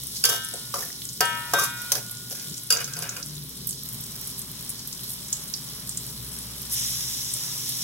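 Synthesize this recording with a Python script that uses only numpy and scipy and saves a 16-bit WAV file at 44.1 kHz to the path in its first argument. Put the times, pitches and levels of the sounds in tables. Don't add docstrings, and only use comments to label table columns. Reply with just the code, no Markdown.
import sys
import numpy as np
from scipy import signal
from scipy.fft import rfft, irfft
from scipy.io import wavfile
from scipy.ndimage import uniform_filter1d

SR = 44100
rng = np.random.default_rng(int(sys.argv[2]) if len(sys.argv) > 2 else 0)


def waveform_to_disk(signal):
    frames = np.transpose(np.atleast_2d(signal))
    scaled = np.clip(frames, -1, 1) * 32767
    samples = np.round(scaled).astype(np.int16)
    wavfile.write(sys.argv[1], SR, samples)


def nominal_scale(level):
    x = np.asarray(level, float) / 20
    return 10 ** x


N = 345303
T = np.arange(N) / SR
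F = np.maximum(np.fft.rfftfreq(N + 1, 1 / SR), 1)

# time in seconds, fan beat in dB, flame roar in dB.
HOOD = [(0.0, -52, -45.5), (0.44, -60, -48.5), (1.26, -58, -47), (2.45, -66, -47), (2.52, -67, -39.5),
        (2.64, -66, -49), (3.38, -53, -43.5), (5.49, -56.5, -46), (6.24, -47, -43), (6.89, -47, -47.5),
        (7.83, -64, -44.5)]
# frequency in Hz, level in dB per Hz.
ROAR_COLOUR = [(15, -49), (25, -17), (59, -10.5), (91, -7), (123, 3), (195, -5), (267, -10), (295, -26),
               (318, -21.5), (384, -15), (500, -23.5), (650, -51), (1100, -120)]
# frequency in Hz, level in dB.
HUM = [(118.4, -52), (296.1, -62), (382.2, -68), (608.3, -74)]
# time in seconds, level in dB.
AIR = [(0, -56), (.9, -56), (1.18, -61.5), (1.3, -45), (2.3, -56.5), (3.8, -58), (3.86, -53), (6.6, -52.5),
       (7.83, -49.5)]
# frequency in Hz, level in dB per Hz.
DRAUGHT_COLOUR = [(290, -11), (500, -9), (534, -9.5), (590, -3), (765, -9), (916, -2), (2290, -7),
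                  (2800, -6), (3640, -8), (6160, -120)]
# time in seconds, pitch in Hz, level in dB.
FLAME = [(0, 135, -50.5), (2.45, 135, -49), (2.72, 130, -57), (2.88, 134.9, -42), (3.0, 158, -40),
         (3.3, 150, -41.5), (3.62, 140, -41), (3.8, 134.6, -50), (7.83, 128, -49)]
FLAME_WANDER_PER_S, FLAME_DB = 14.0, -5.5

# time in seconds, hiss in dB.
FRY = [(0.0, -36), (1.2, -37.5), (3.0, -39.5), (4.8, -37), (6.0, -38.5), (7.83, -35.5)]
# frequency in Hz, level in dB per Hz.
FRY_COLOUR = [(1290, -24), (2200, -12.5), (2610, -18.5), (3030, -2), (3520, 1), (4280, 2), (5710, -1),
              (7130, -2.5), (9280, 0.5), (10300, 3), (15200, -3), (15700, 0)]
# frequency in Hz, level in dB per Hz.
BOIL_COLOUR = [(880, -49), (1500, -28), (1620, -16.5), (2720, -12.5), (3580, -3.5), (4390, -8), (5720, -1),
               (8710, -7.5), (10300, -2.5), (15500, -10.5)]
# frequency in Hz, width in Hz, level in dB.
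DOME = [(5655, 100, 4), (5280, 170, 2), (6780, 130, -4)]
PASTE_S, FLARE_S, SETTLE_S = 6.685, .022, 0.33
PASTE_DB, FLARE_DB, SIMMER_DB_PER_S = -29.5, 3.5, 4
# frequency in Hz, width in octaves, extra share.
BOIL_SPOT = (4370, .09, .3)

# start in seconds, length in seconds, level in dB, pitch in Hz.
FIZZES = [(0.152, .032, -34, 5370), (1.608, 0.064, -35.5, 6200), (2.563, 0.03, -36.5, 7000),
          (3.924, .035, -39, 13500), (5.072, 0.089, -41, 11490), (5.862, .03, -42, 12000),
          (6.708, 0.055, -30.5, 11600)]
# time in seconds, peak in dB, pitch in Hz, left minus right in dB.
TICKS = [(0.0357, -18.5, 11800, -1.5), (0.928, -21, 5600, -0.5), (1.0182, -24, 3460, -1),
         (1.0896, -17.5, 6030, 0), (1.1335, -21, 9000, 0), (1.8183, -18, 10800, -3), (2.1505, -27, 8320, 3),
         (2.171, -20, 6890, -3), (2.2992, -21, 10200, 0.5), (2.542, -21.5, 5800, 0.0),
         (2.6716, -22, 9390, 2.0), (2.936, -18, 5830, 0.5), (2.9897, -16, 10000, 3), (3.261, -22, 10200, 7),
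         (3.295, -26, 5710, 2), (3.4366, -25, 12100, -3), (3.493, -23, 10500, 4), (3.672, -15.5, 12700, -2),
         (3.69, -20, 10500, 1), (3.7082, -15, 8850, -2), (3.728, -20, 5530, -0.5), (3.834, -18, 12000, -2),
         (3.856, -19, 14600, -0.5), (3.8884, -17.5, 10400, 3), (3.9255, -21, 14900, -0.5),
         (4.042, -21, 11700, -0.5), (4.2589, -22, 10100, 0.5), (4.276, -22, 10800, 1.0),
         (4.3014, -22, 9920, 0.0), (4.3844, -26, 11000, -3.0), (4.392, -14, 11100, -0.5),
         (4.417, -20, 8410, 4), (4.5155, -21, 12100, -1.5), (4.609, -20, 12100, -0.5),
         (4.6488, -21, 10300, 1.0), (4.7024, -15, 9880, 1.5), (4.793, -20.5, 5900, 2),
         (4.8744, -17.5, 12400, -4), (4.9275, -18.5, 5900, 3), (5.0384, -19, 12900, -5),
         (5.0789, -23, 9900, 0.5), (5.2837, -22.5, 7560, -0.5), (5.3268, -18, 6820, 1),
         (5.3474, -30, 6580, -2.0), (5.4194, -26, 10100, -0.5), (5.4375, -22, 14400, -3),
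         (5.476, -23, 7530, 0.5), (6.3405, -22, 9720, 2), (6.3875, -19.5, 10200, -0.5),
         (6.618, -20, 13200, -7), (6.697, -22, 10100, 1.5)]
# time in seconds, peak in dB, pitch in Hz,
# left minus right in dB.
MORE_TICKS = [(0.0697, -16, 10450, 3), (0.4872, -15, 9870, 1.0), (1.053, -17, 7890, 3),
              (2.3974, -23, 5610, 0.0), (2.4444, -21, 8860, -0.5), (4.157, -24, 12300, -0.5),
              (5.1034, -22, 10100, 0.0), (5.1154, -22, 14500, 0.0), (5.1344, -21, 10500, 0.0),
              (5.1894, -27, 5700, 0.0), (5.873, -25, 8420, -2), (5.9994, -29, 10500, 0.0),
              (6.0654, -23, 10700, 0.0), (6.1044, -29, 10700, -0.5), (6.2467, -25, 10100, 2),
              (6.2744, -28, 10800, 0.5)]
# time in seconds, peak in dB, pitch in Hz, left minus right in dB.
SPLASHES = [(7.337, -16, 9800, 1.0), (7.4935, -37, 5680, 0.5), (7.6917, -20, 10800, -0.5)]
TICK_T60_S, TICK_TAIL_T60_S, TICK_TAIL_DB = 0.0087, 0.048, -4.5
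TICK_SHARPNESS, TICK_SNAP_DB = 1.84, 16
# time in seconds, peak in dB, pitch in Hz, left minus right in dB.
SPITS = [(0.446, -17, 9200, 1), (0.538, -20.5, 8750, -2), (1.253, -18.5, 8700, 1), (1.637, -14, 10600, -5),
         (2.1105, -22, 11000, -4), (2.634, -20.5, 11900, 3), (2.7703, -16, 6060, -2),
         (2.843, -18, 6200, -3), (3.092, -17, 6520, 0), (3.2274, -22, 5440, -1), (3.670, -19, 12700, -3.5),
         (3.691, -17.5, 9000, -5), (4.007, -23, 12200, -1), (4.211, -22, 12200, -5),
         (4.272, -18.5, 11000, -1), (4.38, -20.5, 11000, -1), (4.693, -18.5, 10200, 0),
         (4.927, -24, 7400, 3), (5.0937, -23, 10200, 1), (5.328, -11, 6800, -3), (5.538, -15, 5300, -2),
         (5.892, -16.5, 8250, -2), (5.972, -16, 7900, -2), (6.723, -19, 10700, 5), (7.337, -15, 8900, 1),
         (7.691, -18, 11000, -3)]
SMALL_COUNT, SMALL_DB, SMALL_SPREAD_DB = 70, -33, 0
SMALL_LOW_HZ, SMALL_OCTAVES, SMALL_PAN_DB = 4860, 1.43, 12
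CLUSTER_HZ, CLUSTER_PER_S, CLUSTER_T60_S, CLUSTER_RISE_S = 8460, 260, 0.078, 0.0046

# frequency in Hz, width in Hz, level in dB.
BOWL = [(452, 177, -2.5), (560, 27, -2.5), (691, 51, -4)]
# frequency in Hz, width in Hz, level in dB.
HEEL = [(1104, 170, -14), (1070, 810, -4.5)]
# frequency in Hz, width in Hz, level in dB.
EDGE = [(1370, 40, 6.5), (1596, 120, 5.5), (1690, 150, 1.5), (2250, 1450, 8.5)]
# frequency in Hz, width in Hz, level in dB.
STEEL = [(5000, 50, -12), (5590, 570, 12), (6100, 290, 5), (6820, 1700, 5), (8670, 1100, 0.5),
         (10200, 440, 10), (11000, 430, 3.5), (12200, 530, 3.5), (13800, 400, 1)]
# start in seconds, length in seconds, level in dB.
SLIDES = [(2.736, 0.07, -42.5), (2.875, 0.324, -50.5)]
# frequency in Hz, width in Hz, level in dB.
SLIDE_MODES = [(1357, 25, -3), (1452, 23, 1), (1580, 27, -3), (2500, 37, -7.5)]
# start in seconds, length in seconds, bright grit in dB,
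# weight on the bowl in dB, lean to the heel in dB.
STROKES = [(0.241, 0.012, -21, -35.5, -3), (0.285, 0.017, -18.5, -36, 6), (0.314, 0.052, -27, -40.5, 1.1),
           (0.735, .008, -26, -38, 12.5), (0.752, 0.062, -29.5, -47, 11), (0.781, 0.12, -34.5, -47.5, 2),
           (1.2027, 0.0056, -25, -31, 2), (1.235, 0.14, -43, -45, -2.5), (1.531, 0.012, -28, -27, 15),
           (1.562, 0.042, -36, -43, -1), (1.582, 0.05, -24, -48.5, 27), (1.63, 0.023, -30, -54, -10),
           (1.9137, 0.0055, -25, -33.5, 8), (1.95, 0.03, -31, -53, -8.5), (2.303, 0.019, -29.5, -51.5, -4),
           (2.345, 0.13, -37, -64.5, -11), (2.708, 0.029, -25, -36.5, -1.5), (2.758, 0.046, -47, -43, -2),
           (2.798, 0.015, -31, -45.5, -5.5), (2.873, 0.086, -48, -59, -6.5), (2.958, 0.054, -38, -44.5, 3),
           (3.021, 0.016, -33, -44.5, -3.5), (3.047, 0.14, -60, -47, -2), (3.16, 0.034, -40, -50.5, -2)]
# start in seconds, length in seconds, level in dB.
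PUSHES = [(0.53, 0.026, -45.5), (1.203, .004, -38), (1.946, 0.042, -40.5), (2.308, 0.014, -47)]
# level offset in dB, share of the lean, release in dB per second.
LAYERS = [
    (-4.5, 0.37, 347),
    (-4.5, 0.29, 331),
    (-2.5, -1.48, 332),
    (-1, -0.097, 555),
]
STROKE_ATTACK_S, STROKE_SAG_DB_PER_S = 0.006, 45
# time in seconds, level in dB, brightness in dB.
RATTLE = [(2.7065, -25, 3), (2.733, -28.5, 5), (2.7905, -35, 6), (2.8067, -29, -1), (2.8776, -35, -7),
          (2.915, -43, -8), (2.9672, -35, -7), (2.991, -40, -6), (3.0205, -37, 2), (3.040, -34, 0),
          (3.1059, -38, -11), (3.1651, -32, -4), (3.181, -42.5, -3), (3.205, -43, -1)]
# frequency in Hz, level in dB, time to fade by 60 dB in seconds.
RIM_LOW = [(521, -12, 0.044), (1308, -10, 0.087), (1443, -10, 0.14), (1560, -8, 0.088)]
# frequency in Hz, level in dB, time to fade by 60 dB in seconds.
RIM_HIGH = [(2496, -6, 0.043), (2877, -6.5, 0.075), (3750, -6, 0.043), (4660, -5, .05)]
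# time in seconds, level in dB,
# pitch in Hz, time to fade by 60 dB in seconds.
TWANGS = [(.7402, -30.5, 560, .12), (.7402, -24, 1150, 0.048), (0.7394, -36, 3020, 0.048),
          (.765, -36, 1186, .09), (.782, -37, 1220, 0.06), (0.826, -35.5, 1770, 0.072),
          (.902, -36, 1850, .015), (1.2062, -18.5, 740, 0.089), (1.585, -20, 1150, 0.082),
          (1.602, -20, 1256, .06), (1.633, -25, 1180, .05), (1.954, -33, 1620, 0.057),
          (1.537, -31, 785, 0.043), (1.622, -32, 1330, .04), (1.65, -26.5, 1120, .04),
          (1.965, -45, 640, .04), (1.2077, -22.5, 1070, 0.045), (1.21, -26.5, 424, 0.058),
          (1.985, -40, 870, .05)]
# time in seconds, peak in dB, thud in dB, blade ring in dB, left minus right in dB.
BLOWS = [(0.2393, -8, -29, -14, 1.5), (0.253, -4, -31, -41, -5), (0.7414, -18.5, -43, -33, 1),
         (1.2064, -6.5, -3.5, -20, -2), (1.536, -8, -10, -46, -2), (1.919, -3.5, -50, -45, 0.5),
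         (1.953, -17.5, -46, -34, -10), (2.7042, -4, -33, -12, -1), (2.7242, -9.5, -50, -15.5, -5.5),
         (2.876, -33, -58, -35, -1), (2.9668, -27, -48, -35, -3), (3.023, -20.5, -54, -34, -4),
         (3.1662, -27, -52, -36.5, -2)]
# frequency in Hz, level in dB, time to fade by 60 dB in seconds.
BLADE = [(4755, 6.5, 0.09), (4816, 13, 0.049), (2755, 0, 0.029), (1530, 2, 0.03), (470, -13, 0.43),
         (7510, 3.5, .04), (10220, 8.5, 0.031), (6200, -12, 0.033)]
# time in seconds, level in dB, struck spot (column of SPOTS).
RINGS = [
    (.241, -4, 0),
    (.296, -3, 0),
    (1.208, -1, 1),
    (1.537, -1, 2),
]
# frequency in Hz, time to fade by 60 dB in seconds,
# left minus right in dB, left ahead of right in radians.
WOK = [(598, .5, 3, .2), (775, .4, 3, .2), (949.3, 1.3, 6, .3), (1301, .8, 12, 1.1), (1443, 2.9, 1.5, 0),
       (1566, .55, 5, -.5), (1797, 1.2, 6, -1.2), (1933, 1.5, 2.5, -.7), (2207, 1.2, 2.5, -.7),
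       (2444, 1.3, -18, 1.3), (2768, 1.0, 0, 1.5), (2933, .75, -1.5, 1.6), (3303, .7, 1.5, -2.4),
       (3483, .8, 0, -1.5), (3753, .75, -4, .3), (4334, .5, 0, 0)]
# at the rim in dB, on the floor in dB, on the wall in dB.
SPOTS = [(-61, -41, -47), (-58, -47, -44), (-45.5, -29, -37.5), (-34.5, -23.5, -29.5), (-44, -38, -31),
         (-24, -20.5, -18), (-37, -27, -39), (-62, -38, -39), (-47, -34.5, -40), (-60, -41, -40.5),
         (-60, -34.5, -39), (-30, -28.5, -43), (-25, -23.5, -28.5), (-33, -40, -33), (-33, -41, -28.5),
         (-35, -37.5, -43)]
TOUCH_S, TOUCH_DB, QUIVER_DB = 1.92, -44, .8

# frequency in Hz, left minus
# right in dB, # right behind left in radians, share common to both.
PORTS = [(30, 1.5, 0, .97), (200, 2.5, 0, .95), (700, 1.5, -.2, .7), (1300, 0, .2, .45),
         (2200, 3, 1.0, .25), (3300, -1.5, .7, .4), (3900, -2.5, 2.2, .3), (4220, -.3, 3.1, .72),
         (4500, 0, 3.14, .76), (4850, 0, 3.1, .5), (5400, -.5, 3.0, .55), (5900, .6, .6, .45),
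         (7000, -1.5, .1, .2), (9800, 5, .2, .15), (11300, 0, .5, .15), (12100, -7, .5, .1),
         (15000, -1.5, .5, .1)]
ROOM_T60_S, ROOM_DB = 0.27, -7
TOP_HZ = 15900


def curve(rows, column=1, off=-120):
    rows = np.array(rows)
    return np.interp(T, rows[:, 0], rows[:, column], off, off)


def along(points, column=1):
    points = np.array(points)
    return np.interp(np.log(F), np.log(points[:, 0]), points[:, column])


def filtered(x, gain):
    return irfft(rfft(x, N + 1) * gain, N + 1)[..., :N]


def colour(x, gain):
    y = filtered(x, gain)
    return y / np.sqrt(np.mean(y ** 2))


def peaks(table):
    return sum(nominal_scale(db) * 1j * F * w / (hz ** 2 - F ** 2 + 1j * F * w) for hz, w, db in table)


def steel(between_db):
    hollow = 1 - .6 * abs(peaks([(4000, 900, 0)]))
    return peaks(STEEL) + nominal_scale(between_db) * hollow * (1j * F / (1500 + 1j * F)) ** 2


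def walk(rate):
    k = int(SR / rate)
    steps = np.repeat(rng.standard_normal(N // k + 1), k)
    return 1.454 * uniform_filter1d(uniform_filter1d(steps, k), k)[:N]


def grains(rate, spread_db):
    hit = rng.random(N) < rate / SR
    size_db = spread_db * np.minimum(rng.exponential(size=N), 3.0)
    return hit * rng.standard_normal(N) * nominal_scale(size_db)


def wide(a, b, spot=0):
    hz, octaves, share = BOIL_SPOT
    extra = spot * share * np.exp(-(np.log2(F / hz) / octaves) ** 2)
    like = np.clip(along(PORTS, column=3) + extra, 0, .98)
    mid = rfft(a, N + 1) * np.sqrt((1 + like) / 2)
    side = rfft(b, N + 1) * np.sqrt((1 - like) / 2)
    return irfft(np.array([mid + side, mid - side]), N + 1)[:, :len(a)]


def fade(t60, seconds):
    t = np.arange(int(seconds * SR)) / SR
    return t, np.exp(-np.log(1000) * t / max(t60, .003))


def add(out, s, sound, pan_db=0.):
    i = int(s * SR)
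    n = min(sound.shape[-1], N - i)
    out[:, i:i + n] += sound[..., :n] * nominal_scale(np.array([[pan_db], [-pan_db]]) / 2)


def ring(modes, seconds, turn=1.5):
    out = 0
    for hz, db, t60 in modes:
        t, env = fade(t60, seconds)
        start = rng.uniform(-np.pi, np.pi)
        skew = turn * rng.uniform(-1.6, 1)
        out = out + nominal_scale(db) * env * np.sin(2 * np.pi * hz * t + start + np.array([[skew], [-skew]]) / 2)
    return out * np.minimum(t / 0.00087, 1)


def stroke(length, release, sag=STROKE_SAG_DB_PER_S):
    t = np.arange(int((length + .3) * SR)) / SR
    fall_db = -sag * t - release * np.maximum(t - length, 0)
    return np.minimum(t / STROKE_ATTACK_S, 1) ** 2 * nominal_scale(fall_db)


def band_pop(noise, hz, sharpness):
    size = signal.iirpeak(hz, sharpness, SR)
    return signal.lfilter(*size, signal.lfilter(*size, noise))


def hood():
    fan_hz = 65.5 + 1.52 * walk(2.5)
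    out = np.sin(2 * np.pi * np.cumsum(fan_hz) / SR) * nominal_scale(curve(HOOD) + 1.0 + 0.98 * walk(13.0))
    for hz, db in HUM:
        level = nominal_scale(db - 1.0 + 2.2 * walk(6.9)) * np.sqrt(2)
        out = out + level * np.sin(2 * np.pi * hz * T + 0.82 * walk(9.0))
    return out


def draught():
    air = colour(wide(*rng.standard_normal((2, N))), nominal_scale(along(DRAUGHT_COLOUR)))
    return air * nominal_scale(curve(AIR) + 0.92 * walk(8.0))


def roar():
    hollows = 1 - 0.63 * abs(peaks([(65, 23, 0), (100.5, 29, 0)]))
    noise = wide(*rng.standard_normal((2, N)))
    return colour(noise, nominal_scale(along(ROAR_COLOUR)) * hollows) * nominal_scale(curve(HOOD, column=2) - 1.5)


def flame():
    turn = np.exp(2j * np.pi * np.cumsum(curve(FLAME)) / SR)
    tone = np.real(turn * (walk(FLAME_WANDER_PER_S) + 1j * walk(FLAME_WANDER_PER_S)))
    return tone / tone.std() * nominal_scale(curve(FLAME, column=2) + FLAME_DB)


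def sizzle(points, rate, spread_db, grain_db, flicker_db, spot=0):
    burst = np.exp(-np.arange(300) / 35.0)
    gate = signal.fftconvolve(np.abs(grains(rate, spread_db)), burst)[:N]
    gate = 1 + nominal_scale(grain_db) * gate / np.sqrt(np.mean(gate ** 2))
    out, swell = 0, walk(9.0)
    for hz in 1000 * 2 ** np.arange(0, 4.6, .5):
        band = np.exp(-(np.log2(F / hz) / .35) ** 2)
        own = signal.fftconvolve(np.abs(grains(rate / 4, spread_db)), burst)[:N]
        bubbles = gate + nominal_scale(grain_db) * own / own.std()
        flutter = bubbles * nominal_scale(flicker_db * (swell + walk(25.0)))
        noise = wide(*(rng.standard_normal((2, N)) * flutter), spot)
        out = out + rfft(noise, N + 1) * band
    return colour(irfft(out, N + 1), nominal_scale(along(points)) * (1 + abs(peaks(DOME))))


def paste():
    t = np.maximum(T - PASTE_S, 0)
    level_db = PASTE_DB + FLARE_DB * np.exp(-t / SETTLE_S) - SIMMER_DB_PER_S * t
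    return (1 - np.exp(-t / FLARE_S)) ** 2 * nominal_scale(level_db)


def fizz():
    out = np.zeros((2, N))
    for s, length, db, hz in FIZZES:
        n = int(length * SR)
        grit = nominal_scale(3.0 * np.repeat(rng.standard_normal(200), 60)[:n])
        noise = rng.standard_normal(6000) + rng.standard_normal((2, 6000))
        puff = band_pop(noise[:, :n] * grit * np.hanning(n) ** .5, hz, 1.7)
        add(out, s, nominal_scale(db) * puff / puff.std())
    return out


def ticks():
    out = np.zeros((2, N))
    for s, db, hz, pan_db in TICKS + MORE_TICKS + SPLASHES:
        env = fade(TICK_T60_S, .05)[1] + nominal_scale(TICK_TAIL_DB) * fade(TICK_TAIL_T60_S, .05)[1]
        noise = (rng.standard_normal(len(env)) + 2.5 * rng.standard_normal((2, len(env)))) * env
        noise[:, 0] = nominal_scale(TICK_SNAP_DB)
        pop = band_pop(noise, min(hz, 15500), TICK_SHARPNESS)
        add(out, s, nominal_scale(db - 1.5) * pop / np.abs(pop).max(), pan_db)
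    return out


def spits():
    out = np.zeros((2, N))
    when, strength, pitch, side = rng.random((SMALL_COUNT, 4)).T
    small_db = SMALL_DB + SMALL_SPREAD_DB * strength
    small_hz = SMALL_LOW_HZ * 2 ** (SMALL_OCTAVES * pitch)
    small = np.c_[when * T[-1], small_db, small_hz, SMALL_PAN_DB * (2 * side - 1)]
    for s, db, hz, pan_db in SPITS + small.tolist():
        t, tail = fade(CLUSTER_T60_S, .09)
        crowd = 1 / (1 + (CLUSTER_HZ / hz) ** 6.0)
        hits = (rng.random(len(t)) < CLUSTER_PER_S / SR) * (.5 + rng.random(len(t)))
        after = np.convolve(hits, fade(0.0025, .01)[1])[:len(t)]
        first = (1 - 1.05 * crowd) * fade(.035 - 0.02 * crowd, .09)[1]
        rise = np.minimum(1 - 0.77 * crowd + t / CLUSTER_RISE_S, 1)
        env = first + (0.54 * tail + 0.68 * crowd * after) * rise * tail
        noise = (0.27 * rng.standard_normal(len(t)) + rng.standard_normal((2, len(t)))) * env
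        pop = band_pop(noise, min(hz, 15500), 2.9 - 1.0 * crowd)
        pop = pop + 0.015 * np.diff(noise, 2, prepend=0, append=0)
        add(out, s, nominal_scale(db + 1.5) * pop / np.abs(pop).max(), pan_db)
    return out


def slide():
    press = np.zeros((2, N))
    for s, length, db in SLIDES:
        add(press, s, nominal_scale(db) * stroke(length, 400.0, sag=5.0))
    slips = wide(grains(2500, 2.3), grains(2500, 2.3)) * press * nominal_scale(2.2 * walk(40.0))
    response = peaks(SLIDE_MODES)
    unit = np.sqrt(np.mean(abs(response) ** 2) * 2500 / SR)
    return filtered(slips, response / unit)


def rattle():
    out = np.zeros((2, N))
    for s, db, bright_db in RATTLE:
        modes = RIM_LOW + [(hz, d + bright_db, t60) for hz, d, t60 in RIM_HIGH]
        luck = rng.standard_normal((len(modes), 2))
        modes = [(hz * (1 + 0.0085 * a), d + 2.2 * b, t60) for (hz, d, t60), (a, b) in zip(modes, luck)]
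        add(out, s, nominal_scale(db) * ring(modes, .25, turn=0.73))
    for s, db, hz, t60 in TWANGS:
        add(out, s, ring([(hz, db, t60), (hz * 1.045, db - 5.5, t60)], .25, turn=0.51))
    return out


def scrape():
    out = 0
    bowl, heel, edge = (peaks(table) ** 2 for table in (BOWL, HEEL, EDGE))
    grit = steel(-10.0) * F / (F + 3000)
    for gain, (offset_db, share, release) in zip((bowl, heel, edge, grit), LAYERS):
        slips = colour(wide(grains(2500, 2.3), grains(2500, 2.3)), gain)
        press = np.zeros((2, N))
        for s, length, grit_db, weight_db, lean_db in STROKES:
            db = grit_db if gain is grit else weight_db
            add(press, s, nominal_scale(db + offset_db + share * lean_db) * stroke(length, release))
        if gain is bowl:
            for s, length, db in PUSHES:
                add(press, s, nominal_scale(db) * stroke(length, release))
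        out = out + slips * press * nominal_scale(1.02 * walk(70.0))
    return out


def blows():
    out, crack, thud = np.zeros((3, 2, N))
    for s, db, thud_db, blade_db, pan_db in BLOWS:
        t, env = fade(0.038, .2)
        noise = rng.standard_normal(len(t)) + 1.19 * rng.standard_normal((2, len(t)))
        add(crack, s, nominal_scale(db - 15.5) * noise * (env + 0.32 * env ** 6), pan_db)
        add(out, s, ring(BLADE, 0.17) * nominal_scale(blade_db - 10.0), pan_db)
        add(thud, s, nominal_scale(thud_db + 0.5) * (1.22 * noise[0] + 0.29 * noise) * env ** 3, pan_db)
    return out + filtered(crack, steel(-5.0)) + filtered(thud, peaks(BOWL + HEEL))


def wok():
    out, quiver = np.zeros((2, N)), walk(30.0)
    ends = [row[0] for row in RINGS[1:]] + [RINGS[-1][0] + 2.0]
    for (s, blow_db, spot), end in zip(RINGS, ends):
        for (hz, t60, pan_db, lead), levels in zip(WOK, SPOTS):
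            t, env = fade(t60, end - s + 0.0036)
            env = 0.9 * env + 0.037 * env ** 10.0
            env = env * np.minimum(np.minimum(t / 0.0045, (t[-1] - t) / 0.0034), 1)
            env = env * (1 + .15 * np.sin(2 * np.pi * (rng.uniform(2.5, 7) * t + rng.random())))
            shake_db = QUIVER_DB * np.roll(quiver, rng.integers(N))[:len(t)]
            touch_db = TOUCH_DB / t60 ** 2 * np.clip((s + t - TOUCH_S) / .01, 0, 1)
            env = env * nominal_scale(shake_db + touch_db)
            wave = np.sin(2 * np.pi * (hz * t + rng.random()) + np.array([[lead], [-lead]]) / 2)
            add(out, s, nominal_scale(levels[spot] + blow_db) * env * wave, pan_db)
    return out


def room(near):
    t, env = fade(ROOM_T60_S, .4)
    echo = rng.standard_normal((2, len(t))) * env * (t > .003)
    echo = echo / np.sqrt(np.sum(echo ** 2) / 2)
    return nominal_scale(ROOM_DB) * signal.fftconvolve(near, echo, axes=1)[:, :N]


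def ports(x):
    tilt = nominal_scale(along(PORTS) / 2) * np.exp(.5j * along(PORTS, column=2))
    return filtered(x, np.array([tilt, 1 / tilt]))


def scene():
    kitchen = hood() + draught() + roar() + flame()
    oil = sizzle(FRY_COLOUR, 500, 4.7, -12.5, 0.96) * nominal_scale(curve(FRY) + 1.0)
    boil = sizzle(BOIL_COLOUR, 1200, 4.5, -13.0, 0.92, spot=0.67) * paste()
    droplets = fizz() + ticks() + spits()
    spatula = slide() + rattle() + scrape() + blows()
    near = droplets + spatula
    return ports(kitchen + oil + boil + near + room(near)) + wok()


def low_pass(x):
    return signal.sosfilt(signal.butter(12, 16960, fs=SR, output="sos"), x)


def record(dry):
    rounded = .95 * np.tanh(dry / .95)
    mix = filtered(rounded, np.where(F < TOP_HZ, 1, nominal_scale(-55)))
    return low_pass(mix)


dry = scene()
out = record(dry)
waveform_to_disk(out)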